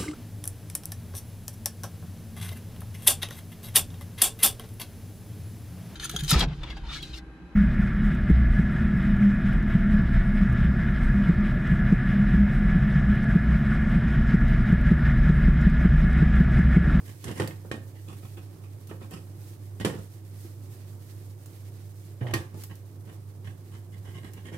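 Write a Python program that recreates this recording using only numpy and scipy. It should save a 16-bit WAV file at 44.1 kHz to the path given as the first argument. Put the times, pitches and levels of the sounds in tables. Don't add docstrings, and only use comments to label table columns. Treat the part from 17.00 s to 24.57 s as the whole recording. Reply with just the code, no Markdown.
import sys
import numpy as np
from scipy import signal
from scipy.fft import rfft, irfft, next_fast_len
from scipy.io import wavfile
from scipy.ndimage import uniform_filter1d

SR = 44100
rng = np.random.default_rng(int(sys.argv[2]) if len(sys.argv) > 2 else 0)


def master(y):
    cut = np.clip(np.atleast_2d(y).T, -1, 1)
    pcm = np.round(cut * 32767)
    wavfile.write(sys.argv[1], SR, pcm.astype(np.int16))


N = 333837
TIME = np.arange(N) / SR
RING_TIME = TIME[:SR // 2]

# start_s, grate_thud_db, pan_clang_db, hob_boom_db, shove_hz, shove_t60_s
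KNOCKS = [(.290, -35.5, -50, -53, 353, 0.0065), (0.3984, -21.5, -28.5, -26, 394, 0.009),
          (.4365, -39, -46, -55, 306, 0.0081), (.4825, -40, -53, -52, 383, 0.005),
          (.648, -41, -72, -54, 424, 0.0074), (2.8483, -20, -25.5, -38, 390, 0.006),
          (2.8975, -37, -38, -37, 396, 0.0086), (2.9375, -37, -44, -50, 430, 0.017),
          (3.444, -43.5, -77, -54, 335, 0.027)]
# start_s, grate_thud_db, pan_clang_db, hob_boom_db, shove_hz, shove_t60_s
STRIKES = [(.7140, -30, -30.5, -34, 363, 0.0055), (1.124, -50, -57, -51, 320, 0.021),
           (1.379, -48, -63, -54, 390, 0.0041), (1.911, -33, -46.5, -64, 386, 0.0093),
           (2.015, -44, -55, -65, 386, 0.0093), (2.115, -42.5, -54, -55, 390, 0.0068),
           (5.2127, -35.5, -47, -31, 414, 0.011), (5.3368, -27.5, -25, -23.5, 345, 0.02),
           (6.472, -55, -46, -36, 390, .0075), (7.518, -39.5, -61, -44, 368, 0.012)]
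# start_s, tick_db, clang_db
TAPS = [(0.2407, -42, -42), (0.2802, -48, -43), (0.3118, -49, -43.5), (0.375, -51, -51), (0.4192, -50, -36),
        (0.4742, -49, -45.5), (0.5074, -70, -43.5), (2.7993, -51, -43), (5.2671, -67, -38.5),
        (5.309, -58, -41.5), (5.6357, -54, -53), (6.445, -66, -52.5), (7.4662, -58, -56)]
# start_s, level_db
CLICKS = [(0.4743, -41), (1.8712, -51.5), (2.109, -50), (2.848, -42), (4.4587, -49), (5.3375, -36),
          (5.636, -40.5), (5.754, -52), (7.334, -48.5)]
# start_s, length_s, rasp_db, grit_db (re rasp)
STROKES = [(0.052, 0.083, -53.5, -3), (0.252, 0.099, -47.5, -11), (0.353, 0.069, -45, -6),
           (0.43, 0.066, -52, -4), (0.944, 0.065, -60, -18), (1.066, 0.084, -52, -6),
           (1.223, 0.065, -54, -15), (1.363, 0.039, -50.5, -16), (1.634, 0.04, -60.5, -8),
           (1.888, 0.048, -50, -9), (2.006, 0.049, -49.5, -13), (2.107, 0.1, -48, -6.5),
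           (2.799, 0.039, -42, -14), (5.208, 0.039, -49.5, -23), (5.256, 0.064, -50, -19),
           (5.692, 0.046, -55, -25), (6.055, 0.083, -57.5, -11), (6.444, 0.081, -54.5, -11),
           (6.711, 0.084, -56, -8.5), (6.916, 0.063, -57, -11), (7.041, 0.27, -51.5, -9.5),
           (7.335, 0.091, -56, -18), (7.444, 0.14, -51.5, -11)]
# start_s, length_s, rumble_db, grit_db
SLIDES = [(0.242, 0.1, -38.5, -62), (0.407, 0.042, -34.5, -54), (2.863, 0.064, -40, -54),
          (2.944, 0.091, -39, -61), (5.518, 0.1, -44, -65)]
# start_s, level_db, pitch_hz, t60_s
PINGS = [(.4748, -48, 4800, .02), (5.3379, -28.5, 1902, 0.094), (5.3372, -41.5, 4570, 0.11)]
# start_s, length_s, rise_db
FLARES = [(-.06, 0.49, 4), (1.064, 0.28, 3.5), (2.314, 0.19, 5.5), (2.847, 0.29, 3.5), (3.276, 0.22, 6.5),
          (3.516, 1.55, 3), (5.543, 0.064, 15.5)]

# pitch_hz, level_db, t60_s
GRATE_MODES = [(181.6, 6.5, 0.088), (229.5, 14, 0.074), (297.7, -3, 0.31), (339, 1.5, 0.31), (473, 3, 0.19),
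               (525.5, 0, 0.32)]
# pitch_hz, level_db, t60_s
PAN_MODES = [(781, 2.5, 0.16), (852, -7, 0.33), (1061, -3, 0.13), (1145, 8.5, 0.074), (1228, -0.5, 0.12),
             (1565, -5.5, 0.12), (1757, 11.5, 0.093), (1867, 12.5, 0.087), (2384, 1.5, 0.045),
             (2540, 7, 0.063), (2719, -9, 0.09)]
# pitch_hz, level_db, t60_s
HOB_MODES = [(108.6, -5.5, 0.36), (130.2, 0.5, 0.24)]
# pitch_hz, level_db, t60_s
BLADE_TIP_MODES = [(785, 6.5, 0.0086), (1065, 0.5, 0.019), (1610, 0.5, 0.026), (1914, 2.5, 0.022),
                   (2116, -1.5, 0.027), (2993, 3.5, 0.017), (3290, -8, 0.029), (3840, -20, 0.034)]
# pitch_hz, level_db, t60_s
BLADE_FLAT_MODES = [(792, -2, 0.024), (1100, 5.5, 0.012), (1280, -4.5, 0.032), (1780, -9, 0.0095),
                    (2500, 0, 0.015), (2830, -4, 0.011), (3390, -4.5, 0.013)]

# freq_hz, level_db
THUD_COLOUR = [(40, -35), (90, -39), (150, 10.5), (260, -6), (480, -13), (700, -10.5), (1500, -16),
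               (4000, -68)]
# freq_hz, level_db
CLANG_COLOUR = [(200, 5), (700, -6.5), (1100, -4.5), (1400, -9.5), (1850, -4), (2700, -4), (3400, -4.5),
                (4300, -9.5), (6000, -15), (12000, -49)]
# freq_hz, level_db
TICK_COLOUR = [(1000, -44), (4000, -9.5), (5100, -1.5), (6300, -4), (7000, -1), (8000, -1.5), (9000, 1.5),
               (10700, -5.5), (12200, -3.5), (16000, -32)]
# freq_hz, level_db
CLICK_COLOUR = [(2000, -9), (7000, -3), (14500, 1), (16000, -5)]
# freq_hz, level_db
RUMBLE_COLOUR = [(50, -1.5), (100, 2.5), (140, 4.5), (190, -1), (260, -9), (360, -5), (520, -16.5),
                 (800, -31.5), (3000, -44)]
# freq_hz, density_db_per_hz
SIZZLE_COLOUR = [(600, -16), (1800, 2), (2800, 0), (5000, 2.5), (6300, 2), (8000, 2.5), (9200, 6),
                 (10400, 1.5), (12300, 6), (14000, 3), (16000, -1.5)]
# freq_hz, density_db_per_hz
BURNER_COLOUR = [(20, -30), (50, -16.5), (75, -15), (100, 3.5), (130, -2.5), (160, -5.5), (205, -17.5),
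                 (260, -12.5), (345, -8.5), (430, -16.5), (650, -23), (1200, -31.5), (3000, -52.5),
                 (8000, -71)]
# freq_hz, left_minus_right_db
PAN_BALANCE = [(100, -4.5), (400, -2.5), (1200, -2.5), (2400, -4.5), (4500, -3.5), (8000, -4.5), (15000, 3)]
# freq_hz, left_minus_right_db
STEADY_BALANCE = [(100, -4), (380, -2.5), (700, -4), (1300, -11.5), (2400, -10.5), (4400, -5), (8000, -5),
                  (13000, 1.5)]

HARD_CLANG_DB, HARD_TICK_DB, TICK_DB_PER_DB = -24.5, -33, 2
REBOUNDS_ABOVE_CLANG_DB, REBOUND_GAP_RATIO = -37, 1.4
REBOUND_THUD_DB, REBOUND_BOOM_DB, REBOUND_DULLING_DB = -6, -21, -3.5
TAP_THUD_RE_CLANG_DB, TAP_BOOM_RE_CLANG_DB = -4.5, -7.5
FLAT_FROM_S, FLAT_TO_S = 1, 2.6
PUSH_S, PUSH_SHARE = 0.092, 0.91
STROKE_RUMBLE_RE_RASP_DB = 8.5
DETUNE = 0.013
JUDDER_AT_S, JUDDER_S, JUDDER_HZ, JUDDER_SAG_HZ, JUDDER_DB = 5.213, 0.2, 121.5, 30.5, -31
HISS_DB, DRYING_DB_PER_S = -60.5, -0.35
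FLARE_ATTACK_S, FLARE_RELEASE_S = 0.095, 0.071
HUM_HZ, HUM_DB = 99.43, -42.5
TOP_HZ = 15850


def knocks():
    return bouncing(KNOCKS, gap_s=0.0098, loss_db=-11.0, blade_db=-7, wall_db=-9, count=3)


def strikes():
    return bouncing(STRIKES, gap_s=0.027, loss_db=-15.5, blade_db=-7, wall_db=-4.5, count=3)


def bouncing(blows, gap_s, loss_db, blade_db, wall_db, count):
    out = np.zeros((2, N))
    for start_s, thud_db, clang_db, boom_db, shove_hz, shove_t60_s in blows:
        landings = count if clang_db > REBOUNDS_ABOVE_CLANG_DB else 1
        first_tick_db = HARD_TICK_DB + TICK_DB_PER_DB * (clang_db - HARD_CLANG_DB)
        for k in range(landings):
            landing = blow(
                thud_db + k * REBOUND_THUD_DB,
                clang_db + k * loss_db,
                first_tick_db + k * (loss_db + REBOUND_DULLING_DB),
                boom_db + k * REBOUND_BOOM_DB,
                blade_db, shove_hz, shove_t60_s, pan_db=wall_db)
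            add(out, start_s, landing)
            start_s += gap_s * REBOUND_GAP_RATIO ** k
    return out


def blow(thud_db, clang_db, tick_db, boom_db, blade_db, push_hz=390, push_t60_s=0.0041, push_db=-2.0,
         grate_db=-6, clatter_db=-8, pan_db=-8, crack_db=-2, chatter_db=-10):
    softness = np.clip(undb(clang_db - tick_db) / 2, 1, 10)
    touch_s = 0.00014 * softness

    push = np.sin(2 * np.pi * push_hz * RING_TIME) * RING_TIME ** 2 * fade(push_t60_s)
    thud = undb(push_db) * unit(push, size=441)
    thud = thud + undb(grate_db) * ring(GRATE_MODES, touch_s)
    thud = thud + undb(clatter_db) * burst(THUD_COLOUR, t60_s=0.15, contact_s=0.0016)

    clang = undb(pan_db) * ring(PAN_MODES, touch_s) + undb(blade_db) * ring(BLADE_TIP_MODES, touch_s)
    crack = burst(CLANG_COLOUR, t60_s=0.087, contact_s=touch_s)
    clang = clang + undb(crack_db) / np.sqrt(softness) * crack

    tick = burst(TICK_COLOUR, t60_s=0.048, contact_s=0.0011)
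    tick = tick + undb(chatter_db) * burst(TICK_COLOUR, t60_s=0.04, contact_s=0.0022)
    boom = ring(HOB_MODES, touch_s)
    return undb(thud_db) * thud + undb(clang_db) * clang + undb(tick_db) * tick + undb(boom_db) * boom


def taps(blade_db=-5):
    out = np.zeros((2, N))
    for start_s, tick_db, clang_db in TAPS:
        thud_db, boom_db = clang_db + TAP_THUD_RE_CLANG_DB, clang_db + TAP_BOOM_RE_CLANG_DB
        add(out, start_s, blow(thud_db, clang_db, tick_db, boom_db, blade_db, chatter_db=-11))
    return out


def clicks():
    out = np.zeros((2, N))
    for start_s, level_db in CLICKS:
        add(out, start_s, undb(level_db) * burst(CLICK_COLOUR, t60_s=0.042, contact_s=0.0005))
    return out


def scrapes(pan_db=-18, crack_db=-5.0):
    out = np.zeros((2, N))
    for start_s, length_s, rasp_db, grit_re_rasp_db in STROKES:
        blade_modes = BLADE_FLAT_MODES if FLAT_FROM_S < start_s < FLAT_TO_S else BLADE_TIP_MODES
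        pushes = max(1, round(length_s / PUSH_S))
        period_s = length_s / pushes
        for k in range(pushes):
            body = ring(blade_modes, scatter_db=1.5) + undb(pan_db) * ring(PAN_MODES)
            body = body + undb(crack_db) * burst(CLANG_COLOUR, t60_s=0.022, contact_s=0.000094)
            push = rub(PUSH_SHARE * period_s, body, rasp_db, rasp_db + grit_re_rasp_db,
                       rasp_db + STROKE_RUMBLE_RE_RASP_DB, crest=0.37)
            add(out, start_s + k * period_s, push)
    return out


def slides(rasp_db=-9, wall_db=-9):
    out = np.zeros((2, N))
    for start_s, length_s, rumble_db, grit_db in SLIDES:
        base = burst(THUD_COLOUR, t60_s=0.037, contact_s=0.000071)
        base = base + undb(wall_db) * burst(CLANG_COLOUR, t60_s=0.0069, contact_s=0.00014)
        add(out, start_s, rub(length_s, base, rumble_db + rasp_db, grit_db, rumble_db, crest=0.33))
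    return out


def rub(length_s, body, rasp_db, grit_db, rumble_db, crest, slips_per_s=2000, spread_db=1.4,
        judder_db=3.0, judder_per_s=130):
    size = len(RING_TIME)
    peak_s = length_s * np.clip(crest, 0.1, 0.9)
    pressure = np.sqrt(np.interp(RING_TIME, [0, peak_s, length_s], [0, 1, 0]))
    pressure = pressure * undb(judder_db * walk(judder_per_s)[:size])
    sizes = undb(spread_db * np.minimum(rng.exponential(size=size), 4))
    slips = pressure * sizes * (rng.random(size) < slips_per_s / SR)
    force = slips * rng.choice([-1, 1], (2, size))
    rasp = signal.fftconvolve(force, body, axes=1)[:, :size]
    grit = colour(force, TICK_COLOUR)
    rumble = colour(noise(size), RUMBLE_COLOUR) * pressure
    mix = undb(rasp_db) * unit(rasp) + undb(grit_db) * unit(grit) + undb(rumble_db) * unit(rumble)
    return mix * np.sqrt(np.mean(pressure ** 2))


def pings():
    out = np.zeros((2, N))
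    for start_s, level_db, pitch_hz, t60_s in PINGS:
        add(out, start_s, undb(level_db) * ring([(pitch_hz, 0, t60_s)]))
    return out


def judder(grind_db=-11, attack_s=0.005, release_s=0.026):
    slip_hz = JUDDER_HZ - JUDDER_SAG_HZ * np.minimum(RING_TIME / JUDDER_S, 1) ** 2
    cycles = np.cumsum(slip_hz) / SR
    drag = np.clip(np.minimum(RING_TIME / attack_s, (JUDDER_S - RING_TIME) / release_s), 0, 1)
    shake = np.sqrt(2) * np.sin(2 * np.pi * cycles)
    grind = noise(len(RING_TIME)) * np.exp(-2 * (cycles % 1))
    grind = unit(colour(grind, [(200, -2.5), (380, 1), (850, -4), (6000, -60)]))
    out = np.zeros((2, N))
    add(out, JUDDER_AT_S, undb(JUDDER_DB) * drag * (shake + undb(grind_db) * grind))
    return out


def ring(modes, contact_s=0.00042, scatter_db=2, apart_hz=1000):
    out = 0
    draws = rng.standard_normal((len(modes), 4))
    for (pitch_hz, level_db, t60_s), (size, turn, start, shift) in zip(modes, draws):
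        phase = pitch_hz / apart_hz * (turn * np.array([[1], [-1]]) + start)
        tuned_hz = pitch_hz * (1 + DETUNE * shift)
        tone = np.sin(2 * np.pi * tuned_hz * RING_TIME + phase)
        out = out + undb(level_db + scatter_db * size) * fade(t60_s) * tone
    return unit(out * contact(contact_s), size=441)


def burst(points, t60_s, contact_s):
    return unit(colour(noise(len(RING_TIME)), points) * fade(t60_s) * contact(contact_s), size=441)


def contact(contact_s):
    return 1 - np.exp(-(RING_TIME / contact_s) ** 2)


def kitchen(x, wall_s=0.0093, wall_db=-14, room_db=-7, low_t60_s=0.39, high_t60_s=0.25):
    tail = noise(len(RING_TIME))
    low = signal.sosfilt(signal.butter(1, 2500, fs=SR, output="sos"), tail)
    response = low * fade(low_t60_s) + undb(5.5) * (tail - low) * fade(high_t60_s)
    response = response * (1 - np.exp(-RING_TIME / 0.0067))
    response *= undb(room_db) / np.sqrt(np.sum(fade(low_t60_s) ** 2))
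    response[:, 0] += 1
    response[:, int(wall_s * SR)] += undb(wall_db)
    return signal.fftconvolve(x, response, axes=1)[:, :N]


def sizzle(pops_per_s=900, pop_db=-7, spread_db=-0.5, flicker_db=1.57):
    sizes = undb(spread_db * np.minimum(rng.exponential(size=N), 4))
    pops = unit(rng.standard_normal((2, N)) * sizes * (rng.random(N) < pops_per_s / SR))
    hiss = unit(colour(noise(N) + undb(pop_db) * pops, SIZZLE_COLOUR))
    low = colour(hiss, [(4500, 0), (9000, -25)])
    hiss = hiss + low * (undb(walk(25)) - 1)
    return hiss * undb(frying_db() + flicker_db * walk(40))


def frying_db():
    level_db = HISS_DB + DRYING_DB_PER_S * TIME
    for start_s, length_s, rise_db in FLARES:
        attack = (TIME - start_s) / FLARE_ATTACK_S
        release = 1 + (start_s + length_s - TIME) / FLARE_RELEASE_S
        level_db = level_db + rise_db * np.clip(np.minimum(attack, release), 0, 1)
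    return level_db


def burner(level_db=-49.0, flutter_db=1.0):
    return undb(level_db + flutter_db * walk(14)) * unit(colour(noise(N), BURNER_COLOUR))


def hum():
    return undb(HUM_DB) * np.sqrt(2) * np.sin(2 * np.pi * HUM_HZ * TIME)


def undb(db):
    return 10 ** (np.asarray(db) / 20)


def unit(x, size=None):
    return x / np.sqrt(np.mean(x[..., :size] ** 2))


def fade(t60_s):
    return np.exp(-np.log(1000) * RING_TIME / t60_s)


def colour(x, points, power=1):
    freq_hz, level_db = np.transpose(points)
    n = next_fast_len(x.shape[-1])
    bin_hz = np.maximum(np.fft.rfftfreq(n, 1 / SR), 1)
    gain = undb(np.interp(np.log(bin_hz), np.log(freq_hz), level_db)) ** power
    return irfft(rfft(x, n) * gain, n)[..., :x.shape[-1]]


def noise(size, alike_hz=680):
    alike = 1 / (1 + (np.fft.rfftfreq(size, 1 / SR) / alike_hz) ** 2)
    gains = np.sqrt([(1 + alike) / 2, (1 - alike) / 2])
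    mid, side = rfft(rng.standard_normal((2, size))) * gains
    return irfft(np.array([mid + side, mid - side]), size)


def walk(rate_hz):
    k = int(SR / rate_hz)
    steps = np.repeat(rng.standard_normal(N // k + 1), k)
    return unit(uniform_filter1d(steps, k)[:N])


def add(track, start_s, sound):
    i = int(start_s * SR)
    track[:, i:i + sound.shape[1]] += sound[:, :N - i]


def place(x, balance):
    return np.array([colour(x[0], balance, 1 / 2), colour(x[1], balance, -1 / 2)])


def scene(low_cut_hz=80):
    blows = undb(-1.5) * (knocks() + strikes() + taps() + clicks())
    handling = kitchen(blows + scrapes() + slides()) + pings() + judder()
    handling = signal.sosfilt(signal.butter(2, low_cut_hz, "high", fs=SR, output="sos"), handling)
    steady = sizzle() + burner() + hum()
    return place(handling, PAN_BALANCE) + place(steady, STEADY_BALANCE)


def record(dry):
    return signal.sosfilt(signal.ellip(10, 0.2, 80, TOP_HZ, fs=SR, output="sos"), dry)


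dry = scene()
out = record(dry)
master(out)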